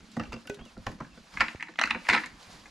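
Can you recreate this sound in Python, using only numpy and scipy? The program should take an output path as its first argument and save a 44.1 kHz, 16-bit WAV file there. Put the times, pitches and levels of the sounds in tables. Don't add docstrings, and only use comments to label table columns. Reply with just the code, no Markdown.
import sys
import numpy as np
from scipy import signal
from scipy.fft import rfft, irfft
from scipy.io import wavfile

SR = 44100
rng = np.random.default_rng(int(sys.argv[2]) if len(sys.argv) > 2 else 0)


def voltage_ratio(level):
    return 10 ** (np.asarray(level, float) / 20)


def transcribe(u):
    v = np.clip(np.atleast_2d(u).T, -1, 1)
    q = np.round(v * 32767).astype(np.int16)
    wavfile.write(sys.argv[1], SR, q)


N = 119070

# start_s, peak_db, plank_thud_over_crack_db, scuff_t60_s
HOOF_STEPS = [(0.004, -42.5, -23, 0.048), (0.167, -24.5, 1.5, 0.049), (0.196, -19, -9.5, 0.08),
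              (0.234, -32.5, -24, 0.062), (0.254, -41, -20, 0.06), (0.321, -28.5, -22, 0.069),
              (0.329, -26.5, -7.5, 0.058), (0.338, -25, -12, 0.053), (0.362, -37.5, -2, 0.036),
              (0.454, -40.5, -9, 0.06), (0.569, -45, -1, 0.07), (0.588, -39.5, -3.5, 0.081),
              (0.612, -41, -0.5, 0.049), (0.656, -48, 2.5, 0.024), (0.766, -40, 1.5, 0.078),
              (0.866, -17.5, -9.5, 0.052), (0.887, -34.5, -2.5, 0.058), (0.915, -40.5, -17, 0.07),
              (0.987, -45, -8, 0.035), (1.003, -25, -10, 0.051), (1.021, -33, -8, 0.058),
              (1.042, -38, -14, 0.089), (1.172, -41.5, -4, 0.054)]
# start_s, peak_db
PLANK_BOOMS = [
    (1.413, -34),
    (1.688, -41.5),
    (1.843, -36.5),
    (1.95, -30.5),
    (2.113, -24.5),
    (2.166, -34.5),
    (2.249, -47.5),
]
# freq_hz, level_db, t60_s
PLANK_MODES = [(125, -5, 0.068), (173.6, -4.5, 0.095), (225.5, 0, 0.14), (273, -7.5, 0.051),
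               (360, -1.5, 0.03), (513, -5, 0.043), (667, -6.5, 0.03)]
# freq_hz, level_db
HORN_SPECTRUM = [(260, -53), (450, -1), (1360, 6.5), (2640, -7), (3280, -16), (6920, -21.5), (14000, -83)]
# freq_hz, level_db, t60_s
POST_MODES = [(410, 8, .16), (520, 7, .06), (1494, -3, .075), (1950, -9, .04), (2514, -3, .045),
              (2800, -9, .025), (3400, -17, .02)]
# start_s, peak_db, rattle_t60_s,
# treble_re_peak_db
HANDLE_STRIKES = [(1.339, -39.5, 0.046, -15), (1.365, -36, 0.033, -28), (1.371, -20, 0.06, -30),
                  (1.399, -23, 0.049, -18), (1.405, -8.5, 0.067, -17), (1.409, -15, 0.087, -21.5),
                  (1.439, -24, 0.058, -24), (1.474, -40, 0.035, -25), (1.482, -21.5, 0.05, -37),
                  (1.495, -43, 0.058, -35), (1.557, -38, 0.037, -21), (1.597, -34, 0.077, -38),
                  (1.607, -26, 0.045, -34), (1.625, -18.5, 0.053, -17.5), (1.633, -36, 0.045, -30),
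                  (1.671, -35.5, 0.02, -35), (1.683, -36.5, 0.065, -40), (1.737, -43, 0.042, -27),
                  (1.757, -38.5, 0.029, -35),
                  (1.782, -38, 0.044, -27), (1.788, -11, 0.042, -28), (1.793, -16, 0.042, -16),
                   (1.813, -12.5, 0.053, -15.5), (1.826, -24, 0.089, -24), (1.836, -9, 0.047, -11.5),
                   (1.856, -23.5, 0.056, -16), (1.873, -24, 0.052, -26), (1.897, -24.5, 0.084, -12),
                   (1.905, -17.5, 0.041, -11), (1.908, -12.5, 0.048, -31), (1.926, -34, .06, -27),
                   (1.946, -20.5, 0.048, -34), (1.958, -32, 0.065, -36), (2.067, -30, 0.052, -20),
                   (2.088, -7.5, 0.05, -20), (2.096, -8.5, 0.081, -13), (2.127, -15.5, 0.056, -14),
                   (2.132, -13, 0.068, -12.5), (2.141, -11.5, 0.054, -12), (2.148, -10.5, 0.039, -14.5),
                   (2.161, -16, 0.065, -16), (2.173, -18, 0.085, -16), (2.235, -26, 0.056, -17.5),
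                   (2.24, -29, 0.052, -20), (2.258, -33.5, 0.072, -6), (2.655, -40.5, 0.075, -20)]
# freq_hz, level_db
WALL_SPECTRUM = [(500, -28), (900, -1), (1400, -3), (1950, 6), (2600, -4.5), (2950, -23.5), (4200, -15.5),
                 (12000, -47), (15000, -79)]
# freq_hz, level_db, t60_s
HOLLOW_MODES = [(234.3, -34, 0.14), (310.2, -34, 0.11), (4035, -27, 0.021)]
# start_s, peak_db
GRIT_SNAPS = [(.116, -42.5), (.135, -55), (.167, -39.5), (.197, -43.5), (.233, -56), (.322, -46),
              (.329, -31), (.339, -37), (.471, -37), (.496, -37), (.544, -39.5), (.652, -44), (.777, -48),
              (.866, -34), (.89, -47), (.915, -50), (1.0, -67), (1.53, -52), (1.738, -52), (1.773, -50),
              (1.855, -33.5), (1.873, -37.5), (2.259, -34.5)]
# freq_hz, level_db
SNAP_SPECTRUM = [(2500, -26), (4000, 4.5), (7000, -1), (11000, -16.5), (15000, -28)]
# start_s, peak_db
FITTING_JINGLES = [
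    (.199, -35.5),
    (0.234, -41),
    (.253, -46),
    (0.327, -37.5),
    (.341, -44),
    (.348, -47),
    (0.364, -42),
    (0.474, -32.5),
    (0.591, -45),
    (.611, -46.5),
]
# start_s, peak_db
FRAME_JOLTS = [
    (0.789, -40.5),
    (1.41, -48),
    (1.93, -50),
    (2.091, -39),
    (2.127, -52),
    (2.469, -52.5),
]
# freq_hz, level_db, t60_s
FRAME_MODES = [(59, 0.28, 0.086), (84, -0.63, 0.042), (113, -1.8, 0.11)]
# time_s, level_db
RUSTLE_CURVE = [(0, -65.5), (.44, -59), (.55, -63), (.75, -63), (1.2, -63.5), (1.36, -53), (1.5, -55),
                (1.72, -70), (1.98, -57.5), (2.08, -48.5), (2.33, -60), (2.43, -53.5), (2.7, -57)]
# freq_hz, level_db
LEAF_SPECTRUM = [(240, -25), (400, -4.5), (971, 1), (3060, -6.5), (4700, -5.5), (11900, -24.5),
                 (15500, -78)]
# start_s, length_s, start_hz, end_hz, level_db
BIRD_CHIRPS = [
    (.598, .064, 3020, 3400, -56),
    (.654, .048, 3120, 2560, -57.5),
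    (1.105, .04, 2850, 2600, -64),
]
# time_s, level_db
GUST_CURVE = [(0, -45), (.16, -68), (.26, -40.5), (.45, -65), (.63, -50), (.72, -60.5), (.9, -53),
              (1.05, -52.5), (1.2, -53.5), (1.27, -66), (1.42, -45), (1.62, -73), (1.79, -85), (1.9, -56),
              (2.02, -65), (2.12, -60), (2.4, -63.5), (2.7, -55)]
# freq_hz, level_db
WIND_SPECTRUM = [(20, -6), (43, 9.5), (90, -8), (300, -2)]
# freq_hz, level_db
AIR_SPECTRUM = [(59, -32), (100, -33), (188, 9), (447, -10.5), (5060, -9.5), (12000, -35.5), (15500, -61)]
# freq_hz, likeness_0_to_1
LIKENESS_CURVE = [(60, 1), (300, .92), (1500, 0.58), (12000, 1)]

HOOF_CYCLES, HOOF_GRAINS_PER_S, HOOF_SCUFF_DB, THUD_LAG_S = 26, 1800, -6.5, 0.0031
DULL_DB_PER_DB = .3
RAP_S, RAP_DB = .498, -26.5
PAIL_CYCLES, PAIL_GRAINS_PER_S, PAIL_RATTLE_DB = 17.7, 4000, -7
USUAL_TREBLE_DB = -17
NUDGE = (2.045, -37, .16, -22)
TOUCH_S, LEAD_S, LEAD_DB = .002, 0.0039, -17.5
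TRAIL_CUT_HZ = 5600
CRISP_S, SWELL_SHARE = 0.061, 0.015
BOLT_MODES = [(2720, -1, .017), (2590, -6, .015)]  # freq_hz, level_db, t60_s
SNAP_T60_S = .045
LEAF_GRAINS_PER_S, LEAF_GRAIN_DB, LEAF_DB = 90, -16, 2
POP_S, POP_DB, POP_HZ, POP_T60_S = 1.5485, -31, 150, .05
AIR_DB = -56.5
YARD_T60_S, YARD_DB, YARD_CUT_HZ, YARD_GAP_S = 0.31, -12.5, 12000, 0.0038
WIDTH_DB, WIDTH_HZ = -9, 1200
HOOF_PAN_DB, PAIL_PAN_DB, BED_PAN_DB = -0.7, 0, -1.4
PORT_LAG_S, CUTOFF_HZ = 1.1e-5, 15600


def rms_one(x):
    return x / np.sqrt(np.mean(x ** 2) + 1e-20)


def in_time(rows):
    return np.interp(np.arange(N) / SR, *np.transpose(rows))


def at_hz(points, hz):
    hz_points, db_points = np.transpose(points)
    return np.interp(np.log(hz), np.log(hz_points), db_points)


def drift(rate):
    r = np.exp(-80 * np.pi * rate / SR)
    noise = rng.standard_normal(N // 40 + 2002)
    slow = rms_one(signal.lfilter([1], [1, -2 * r, r * r], noise)[2000:])
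    return np.interp(np.arange(N) / 40, np.arange(len(slow)), slow)


def grains(size, per_s, spread_db):
    when, sign, strength = rng.random((3, size))
    level_db = spread_db * np.minimum(-np.log(strength + 1e-9), 4)
    return (when < per_s / SR) * np.sign(sign - .5) * voltage_ratio(level_db)


def ringing(modes, scatter_db, size=8192):
    hz, db, t60 = np.transpose(modes)[:, :, None]
    t = np.arange(size) / SR
    draw = rng.standard_normal((len(hz), 1))
    decay = voltage_ratio(db + scatter_db * (np.abs(draw) - 4.3) - 60 * t / t60)
    return np.sum(np.sign(draw) * decay * np.sin(2 * np.pi * hz * t), axis=0)


def dense_modes(spectrum, cycles, count):
    hz = np.geomspace(spectrum[0][0], spectrum[-1][0], count) * rng.uniform(1.0, 1.04, count)
    db = at_hz(spectrum, hz) + 20 * np.log10(hz / 2000)
    return np.transpose([hz, db, cycles / np.sqrt(hz * 1000)])


def add(out, s, sound):
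    i = max(int((s - .005) * SR), 0)
    out[i:i + len(sound)] += sound[:len(out) - i]


def contact(body, db, t60, per_s, trail_db):
    t = np.arange(8192) / SR - .005
    t60 = max(t60, .004)
    noise = rng.standard_normal(8192)
    swell = np.maximum(1 - np.exp(-t / (SWELL_SHARE * t60)), 0)
    trail = voltage_ratio(trail_db - 60 * t / t60) * swell * grains(8192, per_s, 3.73) / 2
    force = signal.lfilter(*signal.butter(1, TRAIL_CUT_HZ, fs=SR), trail) * 1.25
    lead_in = voltage_ratio(LEAD_DB) * np.clip(1 + t / LEAD_S, 0, 1)
    force += noise * (t < TOUCH_S) * np.maximum(t / TOUCH_S, lead_in) / 4 * (CRISP_S / t60) ** 2
    sound = signal.fftconvolve(force, body)
    return voltage_ratio(db) * sound / np.max(np.abs(sound))


def banded_noise(spectrum, patchy_db, source):
    out, together = 0, drift(7.0)
    edges = 20 * 2 ** np.arange(0, 9.8, .5)
    for k, (low, high) in enumerate(zip(edges, edges[1:])):
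        hz = np.sqrt(low * high)
        if spectrum[0][0] * .8 < hz < spectrum[-1][0] * 1.2:
            band = signal.butter(2, [low, high], "band", fs=SR, output="sos")
            mid, side = signal.sosfilt(band, source[k % 2])
            alike = np.clip(at_hz(LIKENESS_CURVE, hz), 0, 1)
            gain = voltage_ratio(at_hz(spectrum, hz) + patchy_db * (1.76 * together + drift(25)))
            out = out + gain * (np.sqrt(1 + alike) * mid + np.sqrt(1 - alike) * side * [[1], [-1]])
    return rms_one(out)


def hooves():
    out, horn = np.zeros(N), dense_modes(HORN_SPECTRUM, HOOF_CYCLES, count=70)
    for s, db, thud_db, t60 in HOOF_STEPS:
        tilt_db = DULL_DB_PER_DB * (thud_db + 13.5) * np.log2(horn[:, 0] / 1000)
        crack = ringing(horn - np.outer(tilt_db, [0, 1, 0]), 6.8, size=2048)
        add(out, s, contact(crack, db - 3.5, t60, HOOF_GRAINS_PER_S, HOOF_SCUFF_DB))
        thud = ringing(PLANK_MODES, 2.2)
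        add(out, s + THUD_LAG_S, contact(thud, db + thud_db + 2.0, t60 * 1.33, 400, 0.33))
    for s, db in PLANK_BOOMS:
        add(out, s, contact(ringing(PLANK_MODES[1:], 2.6), db, 0.14, 400, 1.9))
    add(out, RAP_S - .024, contact(ringing(POST_MODES[2:4], 0.5), RAP_DB - 18, 0.036, 1500, -3.0))
    add(out, RAP_S, contact(ringing(POST_MODES, 0.5), RAP_DB + 2.5, 0.032, 1300, 4.8))
    return out


def pail():
    out, wall = np.zeros(N), dense_modes(WALL_SPECTRUM, PAIL_CYCLES, count=110)
    wall_band = signal.butter(2, [750, 9500], "band", fs=SR)
    for s, db, t60, treble_db in HANDLE_STRIKES + [NUDGE]:
        tilt_db = (treble_db - USUAL_TREBLE_DB) * (wall[:, 0] > 3000)
        struck = ringing(wall + np.outer(tilt_db, [0, 1, 0]), 3.11, size=2048)
        body = np.pad(signal.lfilter(*wall_band, struck) / 5, (0, 2048))
        body = body + ringing(HOLLOW_MODES, 2.12, size=4096)
        add(out, s, contact(body, db, t60, PAIL_GRAINS_PER_S, PAIL_RATTLE_DB))
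    return signal.lfilter(*signal.butter(2, 160, "high", fs=SR), out)


def litter():
    out, crisp = np.zeros(N), dense_modes(SNAP_SPECTRUM, 6.9, count=50)
    for s, db in GRIT_SNAPS:
        add(out, s, contact(ringing(crisp, 2.2, size=512), db, SNAP_T60_S, 3000, 1.0))
    for s, db in FITTING_JINGLES:
        add(out, s, contact(ringing(BOLT_MODES, .5, size=2048), db, .03, 1500, -3.0))
    for s, db in FRAME_JOLTS:
        add(out, s, contact(ringing(FRAME_MODES, 4.5), db, 0.069, 400, 0.0))
    return out


def width(x):
    scatter = rng.standard_normal(1024) * voltage_ratio(-np.arange(1024) / 20)
    side = signal.fftconvolve(x, scatter / np.linalg.norm(scatter))[:N]
    side = signal.lfilter(*signal.butter(1, WIDTH_HZ, "high", fs=SR), side)
    return voltage_ratio(WIDTH_DB) * side * np.array([[1], [-1]])


def yard(x):
    t = np.arange(SR // 3) / SR
    mid, side = rng.standard_normal((2, len(t))) * voltage_ratio(-60 * t / YARD_T60_S) * (t > YARD_GAP_S)
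    echoes = mid + .5 * side * np.array([[1], [-1]])
    echoes = signal.lfilter(*signal.butter(1, YARD_CUT_HZ, fs=SR), echoes)
    echoes = echoes / np.sqrt(np.sum(echoes ** 2) / 2)
    return voltage_ratio(YARD_DB) * signal.fftconvolve(x[None], echoes, axes=1)[:, :N]


def leaves():
    rub = rng.standard_normal((2, 2, N))
    crackle = rms_one(grains(N, LEAF_GRAINS_PER_S * voltage_ratio(6.7 * drift(11)), 15.0))
    source = rub + voltage_ratio(LEAF_GRAIN_DB) * crackle * [[1], [.3]]
    return voltage_ratio(in_time(RUSTLE_CURVE) + LEAF_DB) * banded_noise(LEAF_SPECTRUM, 1.2, source)


def bird():
    out = np.zeros(N)
    for s, length_s, start_hz, end_hz, db in BIRD_CHIRPS:
        way = np.linspace(0, 1, int(length_s * SR))
        hz = start_hz + (end_hz - start_hz) * way ** .5
        swell = np.sin(np.pi * way ** .7) ** .5
        add(out, s + .005, voltage_ratio(db) * swell * np.sin(2 * np.pi * np.cumsum(hz) / SR))
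    return out * voltage_ratio(3 * drift(90))


def puff():
    out, t = np.zeros(N), np.arange(4096) / SR
    hz = POP_HZ * (.5 + 5 * np.exp(-t / .0012))
    add(out, POP_S + .005, voltage_ratio(POP_DB - 60 * t / POP_T60_S) * np.sin(2 * np.pi * np.cumsum(hz) / SR))
    return out


def wind(white):
    return voltage_ratio(in_time(GUST_CURVE)) * banded_noise(WIND_SPECTRUM, 3.5, white)


def air(white):
    return voltage_ratio(AIR_DB - 3) * banded_noise(AIR_SPECTRUM, 1.6, white)


def scene():
    side = np.array([[.5], [-.5]])
    white = rng.standard_normal((2, 2, N))
    bed = leaves() + air(white) + wind(white[::-1, :, ::-1])
    wood, plastic = hooves() + litter(), pail()
    strikes = wood + plastic
    near = wood * voltage_ratio(HOOF_PAN_DB * side) + plastic * voltage_ratio(PAIL_PAN_DB * side)
    near = near + yard(strikes) + width(strikes)
    bed = bed + bird() + puff()
    return near + bed * voltage_ratio(BED_PAN_DB * side)


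def low_pass(x):
    return signal.sosfilt(signal.butter(12, 15640, fs=SR, output="sos"), x)


def record(dry):
    hz = np.arange(N // 2 + 1) * SR / N
    lag_s = np.array([[PORT_LAG_S], [0]])
    ports = irfft(rfft(dry) * np.exp(-2j * np.pi * hz * lag_s), N)
    top_cut = signal.cheby2(10, 60, CUTOFF_HZ, fs=SR, output="sos")
    mix = signal.sosfilt(top_cut, ports)
    return low_pass(mix)


dry = scene()
out = record(dry)
transcribe(out)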